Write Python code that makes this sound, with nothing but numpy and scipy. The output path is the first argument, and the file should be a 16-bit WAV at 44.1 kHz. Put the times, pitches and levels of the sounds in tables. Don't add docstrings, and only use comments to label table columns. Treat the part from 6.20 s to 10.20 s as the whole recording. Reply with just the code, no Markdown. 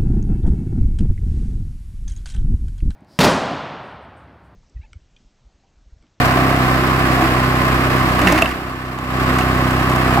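import sys
import numpy as np
from scipy import signal
from scipy.fft import rfft, irfft
from scipy.io import wavfile

SR = 44100
rng = np.random.default_rng(int(sys.argv[2]) if len(sys.argv) > 2 else 0)


def unload_wav(signal):
    wavfile.write(
        sys.argv[1],
        SR,
        np.round(np.clip(np.atleast_2d(signal).T, -1, 1) * 32767).astype(np.int16),
    )


N = 176400
TIME = np.arange(N) / SR

# time in seconds, firings per second.
FIRING_HZ = [(0.0, 31.48), (0.08, 31.52), (0.23, 32.76), (0.45, 31.84), (0.62, 32.35), (0.8, 32.3),
             (1.2, 31.71), (1.47, 31.79), (1.6, 31.98), (1.86, 31.88), (2.1, 30.39), (2.3, 31.79),
             (2.48, 32.05), (2.75, 31.72), (3.2, 31.9), (3.7, 31.9), (4.0, 31.59)]


def amp(db):
    return 10 ** (np.asarray(db) / 20)


def unit(x):
    return x / np.sqrt(np.mean(x ** 2) + 1e-20)


def curve(rows):
    return np.interp(TIME, *np.transpose(rows))


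def at_hz(rows, hz):
    row_hz, value = np.transpose(rows)
    return np.interp(np.log(hz + 1), np.log(row_hz + 1), value)


def add(mix, start_s, sound):
    part = mix[max(round(start_s * SR), 0):][:len(sound)]
    part += sound[:len(part)]


def drift(hz):
    rolloff = 1 + (np.fft.rfftfreq(N, 1 / SR) / hz) ** 4
    return unit(irfft(rfft(rng.standard_normal(N)) / rolloff, N))


def through(x, response):
    return signal.fftconvolve(np.atleast_2d(x), np.atleast_2d(response), axes=1)[:, :N]


def colour(spectrum, size=4096):
    log_gain = np.log(amp(at_hz(spectrum, abs(np.fft.fftfreq(size, 1 / SR)))))
    response = np.fft.ifft(np.exp(np.conj(signal.hilbert(log_gain)))).real[:size // 2]
    return response / np.linalg.norm(response)


def ring(modes, size=8000):
    t = np.arange(size) / SR
    response = sum(amp(db - 60 * t / t60_s) * np.sin(2 * np.pi * hz * t) for hz, db, t60_s in modes)
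    return response / np.linalg.norm(response)


def stereo_noise(size):
    # frequency in Hz, left-right correlation from 0 to 1.
    likeness = [(30, 0.7), (110, 0.6), (270, 0.82), (700, 1), (1200, 0.2), (2000, 0.26), (4000, 0.25),
                (16000, 0)]
    left, other = rfft(rng.standard_normal((2, size)))
    same = np.clip(at_hz(likeness, np.fft.rfftfreq(size, 1 / SR)), 0, 1)
    right = same * left + np.sqrt(1 - same ** 2) * other
    return irfft(np.array([left, right]), size)


def scatter(t60_s, size=8000):
    response = stereo_noise(size) * amp(-60 * np.arange(size) / SR / t60_s)
    return response / np.linalg.norm(response, axis=1, keepdims=True)


def rush(cycles):
    # frequency in Hz, relative density in dB.
    spectrum = [(15, -23), (30, -7.5), (50, -12), (110, -8), (210, -11), (320, -5), (460, -12), (700, -7.5),
                (900, -12.5), (1130, -4), (1400, -10), (1800, -10.5), (2400, -15.5), (2750, -17.5),
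                (3300, -23), (5000, -26.5), (6300, -35), (8000, -33), (10100, -38), (12800, -32),
                (15800, -41)]
    # time in seconds, gain in dB.
    gain_db = [(0, 8.5), (.15, 5), (.9, 5), (1.03, 6), (1.15, 4.5), (1.9, 5), (2.6, 4), (3.5, 2), (4, 4)]
    air = unit(through(stereo_noise(N), colour(spectrum)))
    throb = 1 + 0.091 * np.cos(2 * np.pi * (cycles - 0.58)) + 0.15 * np.cos(4 * np.pi * (cycles - 0.43))
    flutter_db = 0.7 * drift(hz=24.6)
    return air * unit(throb) * amp(-19 + curve(gain_db) + flutter_db)


def engine_order(cycles, k, db, waver, phase_rad):
    # centre in Hz, half-width in Hz, boost in dB.
    panels = [(293, 5, 6.5), (357, 4, 3.5), (1034, 6, 9.5), (615, 5, 5.5)]
    # time in seconds, engine load from 0 to 1.
    load = [(1.85, 0), (2.03, 0.3), (2.2, 1), (2.35, 0.5), (2.5, 0.07)]
    boom_hz, boom_width_hz, full_load_db = 124, 16, -16
    hz = k * curve(FIRING_HZ)
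    panel_db = sum(boost / (1 + ((hz - centre) / width) ** 2) for centre, width, boost in panels)
    load_db = full_load_db * curve(load) / (1 + ((hz - boom_hz) / boom_width_hz) ** 2)
    angle = 2 * np.pi * k * cycles + phase_rad
    tone = (1 + waver * drift(hz=6)) * np.cos(angle) + waver * drift(hz=6) * np.sin(angle)
    return amp(db + panel_db + load_db) * tone


def whine(cycles):
    # multiple of the firing rate, relative level in dB.
    orders = [(19, -13), (21, -10), (23, -6), (24, -5), (27, -12), (31, -8), (32, -4), (33, -6), (34, -4),
              (35, -3), (36, -1), (37, -7), (38, -8), (40, -6), (41, -10), (48, -6), (54, -12), (55, -9),
              (62, -13), (85, -18)]
    return sum(engine_order(cycles, k, db - 25.5, waver=0.22, phase_rad=2 * np.pi * rng.random())
               for k, db in orders)


def exhaust(cycles):
    # multiple of the firing rate, relative level in dB.
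    orders = [(1, -59), (2, -0.5), (3, -8), (4, 2.5), (5, -10), (6, -6), (7, -24.5), (8, -1), (9, -13.5),
              (10, -10), (11, -9), (12, -13), (13, -24.5)]
    lead_rad, smear_rad = 0.25, 0.014
    return sum(engine_order(cycles, k, db - 18, waver=0.097 * amp(-db / 2),
                            phase_rad=lead_rad - smear_rad * k * k) for k, db in orders)


def clatter(cycles):
    # position as a fraction of the cycle, relative level in dB.
    knock_points = [(.02, -2), (0.189, -5), (0.431, -9.5), (.59, 1), (.79, -10.5)]
    # frequency in Hz, relative level in dB, T60 in seconds.
    casing_modes = [(614, -20, 0.084), (781, -24, 0.15), (1040, 6.5, 0.18), (1191, -35.5, 0.02),
                    (1323, -19.5, 0.12), (1487, 1, 0.24), (1755, -11, 0.21), (2160, -2, 0.12),
                    (2620, -22, 0.18)]
    # frequency in Hz, relative density in dB.
    rattle_spectrum = [(20, -52), (150, -20), (330, -8.5), (470, -15), (720, -12), (900, 1), (1120, -5),
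                       (1400, -8), (1900, -4.5), (2400, -11.5), (2800, -8.5), (3500, -21.5), (6000, -29),
                       (16000, -34)]
    jitter_s, spread_db = 0.00005, 1.4
    knocks, cycle_index = np.zeros(N), np.arange(int(cycles[-1]) + 1)
    for fraction, db in knock_points:
        late, force = rng.standard_normal((len(cycle_index), 2)).T
        due_s = np.interp(cycle_index + fraction, cycles, TIME, left=-1, right=-1)
        at = np.round((due_s + jitter_s * late) * SR).astype(int)
        heard = (at >= 0) & (at < N)
        knocks[at[heard]] += amp(db + spread_db * force[heard])
    casing = through(knocks, ring(casing_modes))
    casing = unit(casing + 0.48 * through(casing, scatter(t60_s=0.1)))
    rattle = through(knocks, colour(rattle_spectrum))
    rattle = unit(through(rattle, scatter(t60_s=0.025)))
    return amp(-30) * casing + amp(-28) * rattle


def log_knocks():
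    # start in seconds, level in dB, frequency in Hz, T60 in seconds.
    hits = [(.005, -8, 720, 0.07), (.33, -29, 94.1, 0.06), (1.025, -8, 325.4, 0.2), (2.224, 2.5, 675, 0.03),
            (3.975, -3.5, 794, .06), (3.977, -17, 174, 0.11)]
    out, t = np.zeros(N), np.arange(SR // 4) / SR
    for start_s, db, hz, t60_s in hits:
        add(out, start_s, amp(db - 60 * t / t60_s) * np.sin(2 * np.pi * hz * t))
    return out


def grains(spectrum, rate_hz=2000):
    clicks = rng.standard_normal(N) * (rng.random(N) < rate_hz / SR)
    wood = through(clicks, colour(spectrum))
    return unit(wood + 0.63 * through(wood, scatter(t60_s=0.042)))


def scrapes():
    # start in seconds, length in seconds, level in dB.
    strokes = [(-.03, 0.51, -20.5), (0.932, 0.14, -17.5), (3.163, .07, -23), (3.93, 0.11, -20.5)]
    # frequency in Hz, relative density in dB.
    spectrum = [(30, -37), (150, -11), (330, 4), (480, -23), (720, 15.5), (1100, -26), (1600, 4),
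                (3000, -44), (6000, -37.5), (16000, -30)]
    envelope = sum(amp(db) * np.sin(np.pi * np.clip((TIME - start_s) / length_s, 0, 1))
                   for start_s, length_s, db in strokes)
    return grains(spectrum) * envelope


def groans():
    # start in seconds, length in seconds, first and last pitch in Hz, level in dB.
    glides = [(1.999, 0.074, 271.4, 323, -15), (2.007, 0.097, 102, 80.5, -15.5),
              (2.02, 0.13, 198.8, 168, -12.5), (2.085, 0.113, 256.4, 326.5, -12.5),
              (2.117, 0.108, 134.4, 82.5, -21.5)]
    roughness, overtone_step_db = 0.048, -6.5
    out = np.zeros(N)
    for start_s, length_s, first_hz, last_hz, db in glides:
        progress = np.arange(0, length_s, 1 / SR) / length_s
        hz = first_hz + (last_hz - first_hz) * progress
        hz *= 1 + roughness * drift(hz=120)[:len(progress)]
        angle = 2 * np.pi * np.cumsum(hz) / SR
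        tone = sum(amp(db + k * overtone_step_db) * np.sin((k + 1) * angle) for k in range(4))
        add(out, start_s, np.sin(np.pi * progress) * tone)
    return out


def tearing():
    # time in seconds, level in dB.
    tear_db = [(1.9, -55), (2.03, -22), (2.08, -32), (2.15, -26.5), (2.19, -18), (2.22, -34), (2.31, -20),
               (2.38, -46), (2.5, -70)]
    # start in seconds, level in dB, decay constant in seconds.
    crunches = [(2.0698, -12.5, 0.041), (2.124, -26, 0.0067), (2.178, -21, .012), (3.189, -14, 0.0047)]
    # frequency in Hz, relative density in dB.
    spectrum = [(20, -49), (120, -20), (400, -9), (750, -3), (1300, -1.5), (2000, 4.5), (2800, -7.5),
                (4000, -13), (8000, -24), (16000, -27)]
    envelope = amp(curve(tear_db)) * (TIME > tear_db[0][0])
    for start_s, db, decay_s in crunches:
        add(envelope, start_s, amp(db) * np.exp(-TIME[:SR // 5] / decay_s))
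    return grains(spectrum) * envelope


def cracks():
    # start in seconds, relative snap and ring levels in dB, run decay constant in seconds.
    breaks = [(0.057, -10, -28, 0.006), (1.018, -10, -14, 0.015), (1.993, -6, -16, 0.0038),
              (2.017, -8, -14, 0.004), (2.063, -18, -14, .006), (2.073, -9, 4, 0.0032),
              (2.122, -7.5, -23, 0.0033), (2.1253, -2.5, -11, 0.0026), (2.159, -15, -13, 0.0017),
              (2.184, -22, -3, .008), (2.189, -13, -16, 0.0031), (2.2204, -4.5, -5, 0.0029),
              (2.223, -3, 5, 0.0017), (2.259, -16, -1.5, .002), (2.292, -11, -18, 0.0035),
              (2.314, -15, -8, .006), (2.788, -7, -16, .003), (3.186, -8, -13, 0.0088),
              (3.211, -16, -8, 0.0038), (3.509, -13, -31, .002), (3.699, -12, -31, 0.0035),
              (3.716, -16, -33, .003), (3.762, -11, -21, 0.0017)]
    # frequency in Hz, relative density in dB.
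    snap_spectrum = [(150, -57), (600, 19), (2800, -2), (4000, -2.5), (7000, -2.5), (10000, -11),
                     (13000, -4.5), (16000, -40)]
    # frequency in Hz, relative level in dB, T60 in seconds.
    log_modes = [(690, -8, .035), (1040, -11, .025), (1450, -11, .02), (2700, 0, .018), (2900, -5, .013),
                 (3650, -16, .012)]
    run_rate_hz, snap_gain_db, ring_gain_db, reflection_db = 4000, 14.5, 10.5, -8
    snaps, blows = np.zeros(N), np.zeros(N)
    t = np.arange(SR // 20) / SR
    for start_s, snap_db, ring_db, decay_s in breaks:
        sizes = 0.25 * rng.standard_normal(len(t)) * np.exp(-t / decay_s)
        run = sizes * (rng.random(len(t)) < run_rate_hz / SR)
        run[0] = 1
        run /= np.linalg.norm(run)
        add(snaps, start_s, amp(snap_db + snap_gain_db) * run)
        add(blows, start_s, amp(ring_db + ring_gain_db) * run)
    direct = through(snaps, colour(snap_spectrum)) + through(blows, ring(log_modes))
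    return direct + amp(reflection_db) * through(direct, scatter(t60_s=0.06))


def scene():
    left_lead_s = 0.00013
    cycles = np.cumsum(curve(FIRING_HZ)) / SR - 0.1
    left, right = exhaust(cycles) + whine(cycles) + clatter(cycles) + rush(cycles)
    engine = np.array([np.roll(left, -round(left_lead_s * SR)), right])
    return engine + cracks() + log_knocks() + groans() + tearing() + scrapes()


def record(dry):
    # time in seconds, gain in dB.
    dip_db = [(2.17, -3.5), (2.24, -5.5), (2.36, -12), (2.55, -14), (2.79, -13.5), (2.9, -9.5), (3.0, -4.5),
              (3.12, -3), (3.3, -2.5)]
    low_hz, high_hz, left_db, right_db = 21.7, 15900, -0.8, 0.55
    mic = signal.lfilter(*signal.butter(1, low_hz, "high", fs=SR), dry)
    clipped = np.clip(mic * amp(curve(dip_db)) * amp([[left_db], [right_db]]), -1, 1)
    lowpass = signal.firwin(511, high_hz, window=("kaiser", 9), fs=SR)
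    return signal.oaconvolve(clipped, lowpass[None], "same")


dry = scene()
out = record(dry)
unload_wav(out)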